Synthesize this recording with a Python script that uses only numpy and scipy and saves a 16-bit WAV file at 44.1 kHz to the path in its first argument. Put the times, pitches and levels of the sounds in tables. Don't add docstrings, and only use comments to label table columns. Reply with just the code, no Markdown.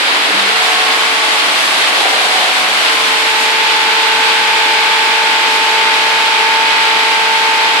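import sys
import numpy as np
from scipy import signal
from scipy.fft import rfft, irfft, next_fast_len
from scipy.io import wavfile
from scipy.ndimage import uniform_filter1d, minimum_filter1d

SR = 44100
rng = np.random.default_rng(int(sys.argv[2]) if len(sys.argv) > 2 else 0)


def digitize_waveform(pressure):
    field = np.atleast_2d(pressure).T
    bounded = np.clip(field, -1, 1)
    quanta = np.round(bounded * 32767).astype(np.int16)
    wavfile.write(sys.argv[1], SR, quanta)


N = 343971
TIME = np.arange(N) / SR

# (time [s], place [0 = at the mouth, 1 = beside the drum, nearest the drive])
MIC_PATH = [(0, 0.053), (1.0, 0.4), (2.0, 0.069), (2.7, 0.13), (3.25, 0.68), (3.8, 0.74), (5.0, 0.88),
            (5.8, 0.93), (7.8, 0.97)]
# (time [s], half length [s], change [dB])
HEAP_SLIDES = [(.645, .025, 0.5), (.73, .08, 0.3), (.98, .015, -2), (1.105, .02, -1.4), (1.298, 0.055, 0),
               (1.86, .025, 1.5), (1.915, .015, -1.5), (2.02, 0.087, 1), (2.68, 0.092, -1.6),
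               (2.884, 0.03, 2), (3.72, 0.072, 1), (3.95, 0.066, 1), (4.3, 0.084, 1.5), (4.68, .09, 1),
               (4.96, 0.054, .8), (6.53, .06, 0), (6.85, 0.07, .9), (7.22, 0.056, -1.8), (7.5, 0.17, -1)]
# (frequency [Hz], density at the mouth [dB per Hz], density beside the drum [dB per Hz])
RUSH_SPECTRUM = [(199, -58, -41), (383, -18, -5.5), (556, -6, -10), (756, -5, -5.5), (960, 0.5, -1.5),
                 (1480, -1, 1), (1840, 0.5, -2), (2180, -1.5, 4), (3120, -1.5, 0), (4160, -9, -10),
                 (4950, -28, -28), (6000, -34, -32), (15000, -70, -70)]
# (frequency [Hz], density at the mouth [dB per Hz], density beside the drum [dB per Hz])
CLATTER_SPECTRUM = [(500, -49, -52), (2400, -16, -17), (3300, 0, 2), (4520, -0.5, -0.5), (5170, -8, -5),
                    (5840, -19, -22), (8000, -22, -18), (15000, -53, -55)]
# (frequency [Hz], density at the mouth [dB per Hz], density beside the drum [dB per Hz])
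CRACKLE_SPECTRUM = [(1000, -50, -50), (3970, -11, -14), (5100, 1, 0), (6500, -2, -3.5), (7800, -1, -3),
                    (9460, -3, -7), (11300, -6, -9.5), (13030, -17.5, -18.5), (14700, -35, -33)]
# (time [s], level [dB])
TREBLE_LEVEL = [(0.0, -31), (0.91, -29), (0.95, -29), (1.52, -28), (2.93, -28.5), (3.91, -31), (6.3, -31.5),
                (6.7, -33.2), (7.1, -31.5), (7.8, -32)]
# (time [s], half length [s], swell [dB])
CRACKLE_SPURTS = [(.66, .06, 2), (1.68, .04, 1.5), (2.9, .1, 0.5), (3.43, 0.038, 2.8), (5.55, 0.066, 1.5)]
# (frequency [Hz], left minus right at the mouth [dB], and beside the drum [dB])
PELLET_SIDES = [(150, -8, -11), (700, -5.5, 4), (1150, -1.5, -3), (1820, 0, 2), (3000, 0.5, -1),
                (4200, 0.5, -3.5), (6300, 0.5, -3.5), (9600, .5, -1), (12000, 0.5, 2.5), (13600, 9, 21)]
# (frequency [Hz], density [dB per Hz])
SPILL_SPECTRUM = [(200, -28), (400, -7), (550, -7.5), (700, 0), (950, -4), (1150, -3), (1600, 4),
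                  (2100, -2), (3000, -7), (4500, -23), (9000, -40)]
# (frequency [Hz], width [Hz], level off its axis [dB], level on its axis [dB])
AIR_MODES = [(325, 68, 2, -2.5), (410, 49, 3.5, 0.5), (535, 69, 3, 1), (644, 59, 8, 3), (779, 88, 11.5, 6),
             (875, 56, -22, 4)]
# (time [s], change of the boom [dB])
BOOM_CHANGES = [(1.96, 7), (1.99, 4), (2.07, 3), (2.135, -2), (2.25, 2.5)]
# (frequency [Hz], level [dB per order])
BUZZ_SPECTRUM = [(100, -74), (300, -51.5), (500, -42), (800, -45), (1100, -43.5), (1400, -31), (2000, -30),
                 (2500, -31.5), (3000, -33.5), (4300, -35.5), (5200, -42.5), (6000, -49), (9000, -60),
                 (12000, -75)]
GEAR_LINES = {8: (-50, -47.5, 0), 18: (-33, -29.5, 0), 22: (-43, -48, 0), 24: (-52, -37, 0),
              25: (-38, -56, -6), 26: (-37.5, -44, 15), 28: (-39, -37.5, 3), 30: (-35.5, -46, 8),
              31: (-42, -56, 2), 32: (-54, -53, 0), 34: (-39.5, -24, 2.9), 35: (-34, -43, 4),
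              36: (-35, -17.5, 0), 39: (-40.5, -52, 0), 40: (-43, -31.5, 1), 42: (-43, -37, -11),
              44: (-44, -36.5, 3), 45: (-36, -43, -6), 46: (-44, -33, 2), 48: (-34, -45, -1),
              50: (-43, -33.5, 2), 61: (-40, -43.5, 7.6), 62: (-45, -36.5, -13), 63: (-35, -38.5, 0),
              64: (-42, -36, -3), 68: (-47, -28.5, 3.9), 74: (-46, -32, -1), 100: (-52, -28.5, 3)}
MESH_LINES = [18, 34, 35, 36]
STANDING_WAVES = {8: [(.38, 0.13, 22), (2.62, 0.11, 9)], 18: [(.85, .45, 0.5), (1.7, 0.31, -6),
                  (2.55, 0.22, -7.5), (3.7, .7, 0.5)], 26: [(1.7, 0.49, 7)], 28: [(.7, .2, 6),
                  (1.85, .3, 3), (3.5, 0.75, -13)], 30: [(.7, 0.44, 12), (2.42, 0.47, 10.5), (7.3, .7, 4)],
                  31: [(4.4, 1.2, 7)], 32: [(2.08, .22, 18)], 34: [(.6, 0.16, 3), (1.5, .3, 5),
                  (4.2, 1.0, 2.5), (7.3, 0.74, -1.5)], 35: [(1.3, 0.31, 4), (3.05, .2, -8),
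                  (4.4, 1.25, 13)], 36: [(.85, 0.34, -1.5), (1.5, 0.21, -8), (2.65, 0.19, -5),
                  (3.15, .3, -1), (6.55, 0.1, 1.3)], 39: [(2.3, 0.46, 9), (4.4, 1.0, 18)],
                  40: [(1.3, .3, 3)], 42: [(3.0, 0.22, 14.5), (3.7, .5, 4.5), (5.9, .4, 3)],
                  44: [(.8, 0.43, 17), (2.45, .2, 10), (7.1, .3, 1)], 45: [(1.15, 0.43, 11.5),
                  (2.75, 0.2, 4)], 46: [(1.2, 0.15, 10)], 48: [(.85, .15, -3), (1.75, .3, 2)],
                  61: [(4.3, 1.4, 11.5)], 62: [(7.2, 1, 3)], 63: [(4.6, 1.4, 10.5)], 64: [(7.4, .7, 6)],
                  68: [(6.9, 1.0, 2)]}
STANDING_NODES = {18: (1.67, 0.58, 1.0), 42: (6.7, 3.0, 0.52), 68: (7.67, 2.2, 1.07), 74: (7.2, 2.4, 1)}
TONE_LEANS = {18: [(.95, 0.57, 7), (2.3, .45, -14)], 28: [(1.4, .9, -9)], 35: [(1.3, .4, 7)]}
# (frequency [Hz], density [dB per Hz])
RUMBLE_SPECTRUM = [(25, -14), (75, -21), (110, -34), (140, -25.5), (175, -8.5), (220, -6.5), (285, 1),
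                   (390, -4), (500, -7.5), (900, -13.5), (3000, -57)]
# (time [s], half length [s], swell [dB])
RUMBLE_SWELLS = [(.3, 0.18, 3), (.305, .016, 8), (.355, .016, 8.5), (1.5, 0.12, 3.5), (2.255, 0.018, 3),
                 (5.45, .15, 1.5)]
# (time [s], frequency [Hz], level on the left [dB], 60 dB decay [s])
HIGH_TICK = (1.008, 14150, -27, .04)
# (frequency [Hz], left-right likeness [-1 = opposed, 0 = unrelated, 1 = alike])
STEREO_LIKENESS = [(60, 0.64), (140, 0.45), (300, 0.93), (550, 0.66), (780, 0.71), (1000, 0.07),
                   (1300, -0.053), (1750, -0.39), (2200, 0.052), (2800, 0.11), (4000, -0.052),
                   (6000, -0.0059)]

DRUM_TURN_S, FIRST_SLIDE_S = 1.0, 0.78
CRACKLE_OVER_TREBLE_DB = 4
PING_LOW_HZ, PING_HIGH_HZ, PING_T60_S = 1590, 3808, 0.041
TUB_LEFT_S, TUB_FADE_S = 1.37, 0.36
CROSSING_S, CROSSING_HALF_S = 2.13, 0.29
CHANGE_RISE_S, CHANGE_DECAY_S = 0.004, 0.022
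MOTOR_HZ = 24.812
SCREENED_UNTIL_S, SCREEN_FADE_S, SCREEN_DB = 0.46, 0.041, -8
LOW_CUT_HZ, CUTOFF_HZ = 131, 14700
CEILING = 0.97


def tumbling(turn_db, uneven_db, uneven_rate):
    slides = turn_db * np.cos(2 * np.pi * (TIME - FIRST_SLIDE_S) / DRUM_TURN_S)
    return slides + swells_db(HEAP_SLIDES) + uneven_db * drift(uneven_rate)


def pellets(spectrum, place, per_s, spread_db, clump_db, clump_rate):
    clicks, hz = contacts(per_s, spread_db)
    ends = []
    for colour_db, side_db in zip(at_hz(spectrum, hz), at_hz(PELLET_SIDES, hz)):
        stereo_db = [colour_db + side_db / 2, colour_db - side_db / 2]
        ends.append(sounded(clicks * from_db(stereo_db)))
    mouth, beside = ends
    clumps = from_db(clump_db * drift(clump_rate))
    return ((1 - place) * mouth + place * beside) * clumps


def pings(spread_db, pan_db, attack_s, count=3600, size=2048):
    out = np.zeros((2, N + size))
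    age = np.arange(size) / SR
    fade = from_db(-60 * age / PING_T60_S) * (1 - np.exp(-age / attack_s))
    for when, pitch, strength, side, phase in rng.random((count, 5)):
        hz = PING_LOW_HZ * (PING_HIGH_HZ / PING_LOW_HZ) ** pitch
        pan = pan_db * (side - 0.5) * np.array([[1], [-1]])
        gain = from_db(spread_db * strength ** 2 + pan)
        ring = np.sin(2 * np.pi * (hz * age + np.array([[0], [phase]])))
        start = int(when * N)
        out[:, start:start + size] += gain * fade * ring
    return rms_one(out[:, :N])


def tub(level_db, per_s, spread_db, clump_db, clump_rate):
    clicks, hz = contacts(per_s, spread_db)
    patter = sounded(clicks * from_db(at_hz(SPILL_SPECTRUM, hz)[0]))
    near = (1 - np.tanh((TIME - TUB_LEFT_S) / TUB_FADE_S)) / 2
    return near * from_db(level_db + clump_db * drift(clump_rate)) * patter


def boom(place, mouth_db, beside_db, axis_db, flutter_db, flutter_rate):
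    off_axis, on_axis = tube(per_s=900, spread_db=1.0)
    facing = np.exp(-((TIME - CROSSING_S) / CROSSING_HALF_S) ** 4)
    changes_db = 0
    for s, db in BOOM_CHANGES:
        rise = np.clip((TIME - s) / CHANGE_RISE_S, 0, 1)
        changes_db = changes_db + db * rise * np.exp(-np.abs(TIME - s) / CHANGE_DECAY_S)
    load = from_db(changes_db + flutter_db * drift(flutter_rate))
    soft = (1 - facing) * from_db(by_place(place, mouth_db, beside_db)) * off_axis
    full = facing * from_db(axis_db) * on_axis
    return load * (soft + full)


def tube(per_s, spread_db):
    clicks, hz = contacts(per_s, spread_db)
    modes = []
    for k, (f, width, *_) in enumerate(AIR_MODES):
        modes.append((-1) ** k * 1j * hz * width / (f * f - hz * hz + 1j * hz * width))
    modes = np.array(modes)
    opening = hz ** 4 / (hz ** 4 + AIR_MODES[0][0] ** 4 / 10)
    return [sounded(clicks * opening * (from_db(db) @ modes)) for db in np.transpose(AIR_MODES)[2:]]


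def drive(place, speed_wander):
    turns = np.cumsum(MOTOR_HZ * (1 + speed_wander * drift(1.48))) / SR
    screen_db = SCREEN_DB * (1 - np.tanh((TIME - SCREENED_UNTIL_S) / SCREEN_FADE_S)) / 2
    out = from_db(by_place(place, mouth_db=-5.5, beside_db=-2.5)) * buzz(turns, place, odd_db=-8.0)
    for order, (mouth_db, beside_db, side_db) in GEAR_LINES.items():
        lean_db = side_db * place + swells_db(TONE_LEANS.get(order, []))
        level_db = by_place(place, mouth_db, beside_db) + swells_db(STANDING_WAVES.get(order, []))
        level_db = level_db + screen_db + lean_db * np.array([[0.5], [-0.5]])
        if order in MESH_LINES:
            head_start = order % 2 / 4
            out += tone(order, level_db, turns, head_start, waver_db=0.85, waver_rate=3.5, port_radians=0.2)
        else:
            head_start = rng.random()
            out += tone(order, level_db, turns, head_start, waver_db=1.1, waver_rate=2.4, port_radians=0.32)
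    return out


def tone(order, level_db, turns, head_start, waver_db, waver_rate, port_radians):
    phase = 2 * np.pi * (order * turns + head_start)
    apart = port_radians * (1 - at_hz(STEREO_LIKENESS, order * MOTOR_HZ)[0]) * drift(0.22)
    if order in STANDING_NODES:
        s, half_s, radians = STANDING_NODES[order]
        apart = apart + radians * swell(s, half_s)
    gain = np.sqrt(2) * from_db(level_db + waver_db * drift(waver_rate))
    return gain * np.sin([phase + apart, phase - apart])


def buzz(turns, place, odd_db, count=400, size=8192):
    orders = np.arange(1, count)
    hz = orders * MOTOR_HZ
    weak = ~np.isin(orders, list(GEAR_LINES))
    gain = from_db(at_hz(BUZZ_SPECTRUM, hz)[0] + odd_db * (orders % 2)) * weak
    travel = 2 * place + TIME / TIME[-1] * 3
    out = 0
    for spot in range(6):
        lines = two_ports(np.exp(2j * np.pi * rng.random((2, len(orders)))), hz) * gain
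        one_turn = irfft(np.pad(lines, ((0, 0), (1, 0))), size) * size / np.sqrt(2)
        rattle = np.array([np.interp(turns % 1 * size, np.arange(size), side) for side in one_turn])
        nearness = np.cos(np.pi / 2 * np.clip(travel - spot, -1, 1))
        out = out + nearness * rattle
    return out


def shell(per_s, spread_db):
    clicks, hz = contacts(per_s, spread_db)
    return sounded(clicks * from_db(at_hz(RUMBLE_SPECTRUM, hz)[0]))


def tick(right_db):
    s, hz, db, t60 = HIGH_TICK
    age = np.maximum(TIME - s, 0)
    fade = np.exp(-np.log(1000) * np.minimum(age / t60, 2))
    return from_db([[db], [db + right_db]]) * fade * np.sin(2 * np.pi * hz * age)


def contacts(per_s, spread_db):
    size = next_fast_len(N)
    strength = from_db(spread_db * np.minimum(rng.exponential(1, (2, size)), 5))
    lands = rng.random((2, size)) < per_s / SR
    clicks = lands * strength * rng.choice([-1, 1], (2, size))
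    hz = np.arange(size // 2 + 1) * SR / size
    return two_ports(rfft(clicks), hz), hz


def two_ports(pair, hz):
    alike = np.clip(at_hz(STEREO_LIKENESS, hz)[0], -1, 1)
    mid = np.sqrt(1 + alike) * pair[0]
    side = np.sqrt(1 - alike) * pair[1]
    return np.array([mid + side, mid - side]) / np.sqrt(2)


def sounded(spectrum):
    return rms_one(irfft(spectrum)[:, :N])


def rms_one(x):
    return x / np.sqrt(np.mean(x ** 2) + 1e-20)


def drift(rate):
    step = 100
    r = np.exp(-2 * np.pi * rate * step / SR)
    noise = rng.standard_normal(N // step + 2002)
    slow = signal.lfilter([1], [1, -2 * r, r * r], noise)[2000:]
    return np.interp(np.arange(N) / step, np.arange(len(slow)), rms_one(slow))


def swell(at_s, half_s):
    return np.exp(-((TIME - at_s) / half_s) ** 2)


def swells_db(rows):
    return sum(db * swell(s, half_s) for s, half_s, db in rows)


def by_place(place, mouth_db, beside_db):
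    return mouth_db + (beside_db - mouth_db) * place


def in_time(rows):
    s, *columns = np.transpose(rows)
    return [np.interp(TIME, s, c) for c in columns]


def at_hz(points, hz):
    f, *columns = np.transpose(points)
    return [np.interp(np.log(np.maximum(hz, 1)), np.log(f), c) for c in columns]


def from_db(db):
    return 10 ** (np.asarray(db) / 20)


def scene():
    place = np.clip(in_time(MIC_PATH)[0], 0, 1)
    flow_db = tumbling(turn_db=0.26, uneven_db=0.46, uneven_rate=9.7)

    rush_db = by_place(place, mouth_db=-14.0, beside_db=-15.0) + 1.03 * flow_db
    rush = pellets(RUSH_SPECTRUM, place, per_s=9000, spread_db=2.5, clump_db=0.1, clump_rate=19)
    clatter_db = by_place(place, mouth_db=-19.0, beside_db=-22.0) + 1.3 * flow_db
    clatter = pellets(CLATTER_SPECTRUM, place, per_s=12000, spread_db=2.0, clump_db=0.5, clump_rate=19)
    crackle_db = in_time(TREBLE_LEVEL)[0] + CRACKLE_OVER_TREBLE_DB
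    crackle_db = crackle_db + swells_db(CRACKLE_SPURTS) + 0.31 * flow_db
    crackle = pellets(CRACKLE_SPECTRUM, place, per_s=14000, spread_db=0.5, clump_db=0.5, clump_rate=17)
    ringing_db = by_place(place, mouth_db=-23.0, beside_db=-25.5) + flow_db
    ringing = pings(spread_db=6.5, pan_db=8, attack_s=0.00028)
    load = from_db(rush_db) * rush + from_db(clatter_db) * clatter
    load += from_db(crackle_db) * crackle + from_db(ringing_db) * ringing

    spill = tub(level_db=-23.0, per_s=1500, spread_db=2.0, clump_db=2.5, clump_rate=16)
    hollow = boom(place, mouth_db=-27.0, beside_db=-48.5, axis_db=-21.5, flutter_db=2.5, flutter_rate=16)
    gears = drive(place, speed_wander=0.0003965)
    rumble_db = by_place(place, mouth_db=-34.5, beside_db=-37.0) + swells_db(RUMBLE_SWELLS) + 0.75 * drift(3.0)
    rumble = from_db(rumble_db) * shell(per_s=2800, spread_db=3.5)
    return load + spill + hollow + gears + rumble + tick(right_db=-10)


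def record(dry):
    low_cut = signal.butter(2, LOW_CUT_HZ, "high", fs=SR, output="sos")
    thin = signal.sosfilt(low_cut, dry)
    room_left = CEILING / np.maximum(np.abs(thin), CEILING)
    gain = uniform_filter1d(minimum_filter1d(room_left, size=257), size=257)
    top_cut = signal.ellip(12, 0.1, 70, CUTOFF_HZ, fs=SR, output="sos")
    return signal.sosfilt(top_cut, thin * gain)


dry = scene()
out = record(dry)
digitize_waveform(out)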